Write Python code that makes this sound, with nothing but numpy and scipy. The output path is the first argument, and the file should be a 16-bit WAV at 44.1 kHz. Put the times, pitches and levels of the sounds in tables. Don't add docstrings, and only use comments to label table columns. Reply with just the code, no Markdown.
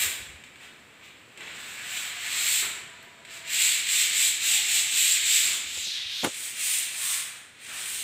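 import sys
import numpy as np
from scipy import signal
from scipy.fft import rfft, irfft, next_fast_len
from scipy.io import wavfile
from scipy.ndimage import uniform_filter1d

SR = 44100
rng = np.random.default_rng(int(sys.argv[2]) if len(sys.argv) > 2 else 0)


def generate_wav(signal):
    frames = np.transpose(np.atleast_2d(signal))
    scaled = np.clip(frames, -1, 1) * 32767
    pcm = np.round(scaled).astype(np.int16)
    wavfile.write(sys.argv[1], SR, pcm)


N = 354123
TIME = np.arange(N) / SR

# fastest moment, time speeding up and time slowing down in seconds,
# relative rasp level in dB, brightness in dB per octave, rub level in dB.
STROKES = [(0.01, 0.075, 0.076, -26, 2, -38.5), (0.64, 0.068, 0.062, -46, -4.5, -52.5),
           (1.05, 0.037, 0.061, -46.5, -5, -64), (1.42, 0.059, 0.17, -43.5, -7, -53),
           (1.72, 0.35, 0.17, -41, -2, -47), (1.99, 0.26, .2, -34.5, -0.8, -44.5),
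           (2.33, 0.25, 0.19, -32, -1.5, -45), (2.53, 0.29, 0.15, -28, 2.5, -45.5),
           (2.64, .03, 0.055, -39, -18, -37), (2.85, 0.36, 0.4, -53.5, -6.5, -56),
           (3.35, 0.092, 0.068, -40.5, -2, -50.5), (3.64, 0.21, 0.21, -25.5, 1.5, -50),
           (3.97, .15, 0.16, -25, 1.65, -58), (4.23, 0.16, 0.1, -25, 2.4, -71),
           (4.51, 0.15, 0.14, -25.5, 2, -66), (4.75, 0.16, 0.12, -26.5, 2, -68),
           (5.039, 0.22, 0.21, -25, 2.5, -63), (5.35, 0.18, 0.18, -25.5, 2.5, -65),
           (5.47, 0.075, 0.17, -33.5, 4, -43.5), (5.8, .22, 0.31, -35.5, 1.5, -64),
           (5.97, 0.049, 0.25, -38, -2.5, -58), (6.17, 0.13, 0.13, -36, 3, -51),
           (6.43, 0.17, 0.14, -38, 2, -57.5), (6.679, 0.16, 0.24, -31, 3, -49),
           (7.11, 0.26, 0.14, -31.5, 3, -45), (7.27, .1, 0.22, -54, 7, -51.5),
           (7.74, 0.099, 0.17, -41, -4, -45), (7.9, 0.35, 0.27, -38, 3, -57)]
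# frequency in Hz, relative level in dB.
RASP_SPECTRUM = [(200, -67), (600, -32.5), (1000, -23), (1400, -14.5), (1750, -5.5), (2250, 2.5),
                 (3000, -1), (4000, -3.47), (4700, -8.5), (5600, -11), (9000, -11.5), (11000, -14.5),
                 (14000, -8.5), (15500, -12)]
# flutter rate in Hz, relative level in dB.
CHATTER_SPECTRUM = [(3, -2), (20, -6.5), (70, -10.5), (250, -23), (900, -57)]
# time in seconds, relative level in dB, decay in seconds,
# brightness in dB per octave.
GRAIN_SNAPS = [(.438, -41.5, 0.0073, -5.5), (0.558, -44, .004, -6), (1.012, -49, .008, -8),
               (1.3754, -38.5, 0.0023, -3.5), (1.380, -46, 0.0028, -3), (1.404, -41.5, .03, -10.5),
               (1.409, -36, .0015, -3), (3.028, -44, .0015, 4), (3.250, -40.5, 0.0072, -5.5)]
# frequency in Hz, relative level in dB.
RUB_SPECTRUM = [(40, -36), (90, -6.5), (140, -6.5), (300, -29), (550, -8), (800, -3), (1100, 0), (1400, 4),
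                (1600, 6), (1750, 8), (2000, 3), (2600, -36), (6000, -40)]
# time in seconds, level in dB, decay in seconds.
PAD_PATS = [(0.039, -43, 0.077), (1.375, -46, 0.16), (2.622, -39.5, 0.038), (5.47, -44.5, 0.085),
            (7.69, -46, 0.03)]
# frequency in Hz, relative level in dB.
PAT_SPECTRUM = [(30, -49), (80, 8), (140, 4), (400, 9), (900, 3.5), (1700, -5), (2600, 9), (8000, -33)]
# time in seconds, level in dB, rise and decay in seconds,
# brightness in dB per octave.
CASE_BUMPS = [(5.774, -43.5, 0.0025, 0.0052, -4), (5.874, -45, 0.0049, 0.0049, -3),
              (6.233, -29, 0.0018, .006, -5), (6.247, -18.5, 0.005, 0.0073, 1.5),
              (6.261, -28, 0.0027, 0.01, 1), (6.271, -28.5, 0.0022, 0.011, -2.5)]
# frequency in Hz, relative level in dB.
SCUFF_SPECTRUM = [(30, -45), (70, -11), (120, -10.5), (200, -4.5), (300, -6), (560, 0.5), (750, -7.5),
                  (1300, -7.5), (2000, -12), (3400, -17), (5000, -25), (9000, -24), (15000, -32)]
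# frequency in Hz, relative level in dB, seconds to fall 60 dB.
CASE_MODES = [(192, -15, 0.046), (236, -10, 0.082), (302, 5.5, 0.04), (397, -3, 0.094), (427, -3, 0.036),
              (557, -4, 0.035), (883, 3, 0.029), (1280, -7, 0.023), (1910, -4, 0.022), (3340, 1, .012)]
# time in seconds, level in dB, rise and decay in seconds.
HANDLING_THUDS = [(.07, -47, .015, 0.024), (0.221, -48, 0.011, 0.014), (0.296, -45, 0.017, 0.02),
                  (.35, -46, 0.0087, .015), (5.658, -56.5, .02, 0.037), (5.779, -52, .005, .02),
                  (6.06, -54, .01, 0.023)]
# frequency in Hz, relative level in dB.
THUD_SPECTRUM = [(20, -24), (45, -18), (75, 4), (110, -12), (170, -18), (500, -60)]
# time in seconds, resonance and width in Hz, peak in dB,
# share shaded by the hand from 0 to 1.
MIC_PORT = [(0, 7720, 740, 12, 0.04), (5.5, 7670, 720, 14, 0.35), (5.82, 7470, 700, 12, 0.52),
            (5.89, 6700, 1500, 2, 0.94), (5.96, 5600, 1800, 0.5, 1), (6.05, 6500, 1800, -2.5, 1),
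            (6.2, 7200, 1600, -5, 1), (6.28, 7800, 1300, 13, 0.42), (6.4, 8360, 1530, 12.5, 0.12),
            (8.03, 8470, 1410, 12, 0.19)]
# frequency in Hz, gain in dB.
HAND_SHADE = [(1000, -5.5), (1600, -2.5), (2200, -5.5), (2900, 3), (3700, 11), (4600, 8.5), (6000, 7),
              (8500, 0), (11000, -8.5), (12500, -10.5), (14000, -16), (16000, -19)]
# frequency in Hz, seconds to fall 60 dB.
ROOM_T60 = [(125, 4.6), (500, 0.82), (1500, 1), (3000, 0.89), (5000, 0.65), (7500, 0.65), (15000, 0.44)]
# start and end in seconds, centre and half-width in Hz, level in dB.
WHINES = [(1.802, 2.344, 711, 28, -59), (2.62, 3.65, 670, 46, -63), (2.705, 3.606, 977, 48.6, -62.5),
          (4.446, 4.98, 813, 120, -54.5), (6.956, 7.3, 1100, 138.9, -53)]
# frequency in Hz, relative level in dB.
ROOM_TONE_SPECTRUM = [(20, -39), (45, -40), (70, -3.5), (130, -2), (300, -3.5), (500, -5.5), (800, -8.5),
                      (1500, -7), (3000, -15.5), (6000, -29), (11500, -29), (15000, -30)]
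# time in seconds, level in dB.
ROOM_TONE_LEVELS = [(0, -56), (2.5, -55.5), (5.5, -55), (6, -55.5), (7.5, -60.5), (8.03, -54)]

LOUDER_DB, RUB_LOUDER_DB, BRIGHTER_DB_PER_OCT = 5, 5.5, 3
REST_RASP_DB, REST_RUB_DB, REST_DB_PER_OCT = -55.5, -69, -6.5
EASE_DB = 1.5


def hand_strokes():
    rasp_power = np.full(N, gain_of(REST_RASP_DB) ** 2)
    rub_power = np.full(N, gain_of(REST_RUB_DB) ** 2)
    weighted_tilt = REST_DB_PER_OCT * rasp_power
    for fastest, rise, fall, rasp_db, tilt, rub_db in STROKES:
        moving = (TIME > fastest - rise) & (TIME < fastest + fall)
        t = TIME[moving] - fastest
        speed = np.cos(np.pi / 2 * t / np.where(t < 0, rise, fall))
        doublings = np.log2(speed + 1e-9)
        power = gain_of(rasp_db + LOUDER_DB * doublings - EASE_DB * np.maximum(t / fall, 0)) ** 2
        rasp_power[moving] += power
        weighted_tilt[moving] += power * (tilt + BRIGHTER_DB_PER_OCT * doublings)
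        rub_power[moving] += gain_of(rub_db + RUB_LOUDER_DB * doublings) ** 2
    return np.sqrt(rasp_power), weighted_tilt / rasp_power, np.sqrt(rub_power)


def sandpaper(rasp_gain, tilt, grains_per_s=4500, spread_db=1.5, hiss=0.78, chatter_db=1.27):
    sizes = gain_of(spread_db * np.minimum(rng.exponential(1, N), 4))
    signs = rng.choice([-1, 1], N)
    scratching = rng.random(N) < grains_per_s / SR
    grit = unit_rms(sizes * signs * scratching) + hiss * rng.standard_normal(N)
    grit = unit_rms(grit * gain_of(chatter_db * noise(CHATTER_SPECTRUM)))

    def colour(hz, t, flicker_db=0.51):
        patches = uniform_filter1d(rng.standard_normal((len(hz), len(t))), size=12, axis=0)
        patches = unit_rms(uniform_filter1d(patches, size=10, axis=1))
        octaves = np.log2(np.clip(hz, 1700, 11500) / 2750)
        return at_hz(RASP_SPECTRUM, hz) + np.interp(t, TIME, tilt) * octaves + flicker_db * patches

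    return 2 * gain_of(2.5) * rasp_gain * moving_filter(grit, colour)


def grain_snaps(boost_db=2):
    out = np.zeros(N)
    for when, db, decay, tilt in GRAIN_SNAPS:
        add_burst(out, when, db + boost_db, 0.0003, decay, RASP_SPECTRUM, tilt)
    return out


def plaster(rub_gain):
    out = rub_gain * noise(RUB_SPECTRUM)
    for when, db, decay in PAD_PATS:
        add_burst(out, when, db, 0.003, decay, PAT_SPECTRUM)
    return out


def handling(ring_db=-7, fingertip_rise_s=0.00076):
    out, blows = np.zeros(N), np.zeros(N)
    for when, db, rise, decay, tilt in CASE_BUMPS:
        add_burst(out, when, db, rise, decay, SCUFF_SPECTRUM, tilt)
        blows[round(when * SR)] = gain_of(db + ring_db)
    for when, db, rise, decay in HANDLING_THUDS:
        add_burst(out, when, db, rise, decay, THUD_SPECTRUM)
    t = TIME[:SR // 10]
    ring = sum(gain_of(db - 60 * t / t60) * np.cos(2 * np.pi * hz * t + k * np.pi / 2)
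               for k, (hz, db, t60) in enumerate(CASE_MODES))
    ring *= 1 - np.exp(-t / fingertip_rise_s)
    return out + signal.oaconvolve(blows, ring)[:N]


def mic_port(hz, t):
    centre, width, peak_db, shaded = at_time(MIC_PORT, t)
    return peak_db * np.exp(-((hz - centre) / width) ** 2 / 2) + shaded * at_hz(HAND_SHADE, hz)


def room(source, direct_db=-4.0, patterns=10, hold_samples=600):
    pattern = np.arange(N) // hold_samples % patterns
    echoes = sum(signal.fftconvolve(source * (pattern == k), wall_echoes())[:N] for k in range(patterns))
    return gain_of(direct_db) * source + echoes


def wall_echoes(early_db=-12, tail_db=-2, reflections=16, build_up_s=0.0048):
    def decay_db(hz, t):
        t60 = at_hz(ROOM_T60, hz)
        return -60 * t / t60 - 10 * np.log10(t60)

    tail = moving_filter(rng.standard_normal(SR), decay_db)
    tail *= 1 - np.exp(-TIME[:SR] / build_up_s)
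    response = gain_of(tail_db) * tail / np.linalg.norm(tail)
    delays = (rng.uniform(0.002, 0.025, reflections) * SR).astype(int)
    response[delays] += gain_of(early_db) * rng.choice([-1, 1], reflections) / np.sqrt(reflections)
    return response


def whines(fade_s=0.12):
    out = np.zeros(N)
    for start, end, hz, width, db in WHINES:
        fade = np.clip(np.minimum(TIME - start, end - TIME) / fade_s, 0, 1)
        band = [(hz - 3 * width, -70), (hz - width, -14), (hz, 0),
                (hz + width, -14), (hz + 3 * width, -70)]
        out += gain_of(db) * fade * noise(band)
    return out


def room_tone():
    level_db, = at_time(ROOM_TONE_LEVELS, TIME)
    return gain_of(level_db) * noise(ROOM_TONE_SPECTRUM)


def gain_of(db):
    return 10 ** (np.asarray(db) / 20)


def unit_rms(x):
    return x / np.sqrt(np.mean(x ** 2) + 1e-20)


def at_hz(rows, hz):
    frequencies, values = np.transpose(rows)
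    return np.interp(np.log(hz + 1), np.log(frequencies + 1), values)


def at_time(rows, t):
    times, *columns = np.transpose(rows)
    return [np.interp(t, times, column) for column in columns]


def noise(spectrum, size=N, tilt=0):
    length = next_fast_len(size, real=True)
    hz = np.fft.rfftfreq(length, 1 / SR)
    colour = gain_of(at_hz(spectrum, hz) + tilt * np.log2(np.maximum(hz, 200)))
    return unit_rms(irfft(rfft(rng.standard_normal(length)) * colour, length)[:size])


def moving_filter(x, gain_db, size=512):
    frames = dict(fs=SR, nperseg=size, noverlap=size - size // 4)
    hz, t, spectra = signal.stft(x, **frames)
    _, filtered = signal.istft(spectra * gain_of(gain_db(hz[:, None], t)), **frames)
    return filtered[:len(x)]


def add_burst(mix, peak_s, db, rise_s, decay_s, spectrum, tilt=0, size=16384):
    start = max(round(peak_s * SR) - size // 4, 0)
    t = TIME[start:start + size] - peak_s
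    swell = np.exp(np.minimum(t / rise_s, -t / decay_s))
    mix[start:start + len(t)] += gain_of(db) * swell * noise(spectrum, size, tilt)[:len(t)]


def scene():
    rasp_gain, tilt, rub_gain = hand_strokes()
    snaps = grain_snaps()
    hush = room_tone()
    sanding = sandpaper(rasp_gain, tilt) + plaster(rub_gain) + snaps
    airborne = room(sanding) + 0.1 * snaps + hush + whines()
    mono = moving_filter(airborne, mic_port) + handling()
    return np.array([mono, mono])


def record(dry):
    lowpass = signal.firwin(511, cutoff=15560, window=("kaiser", 9), fs=SR)
    return signal.oaconvolve(dry, lowpass[None], "same")


dry = scene()
out = record(dry)
generate_wav(out)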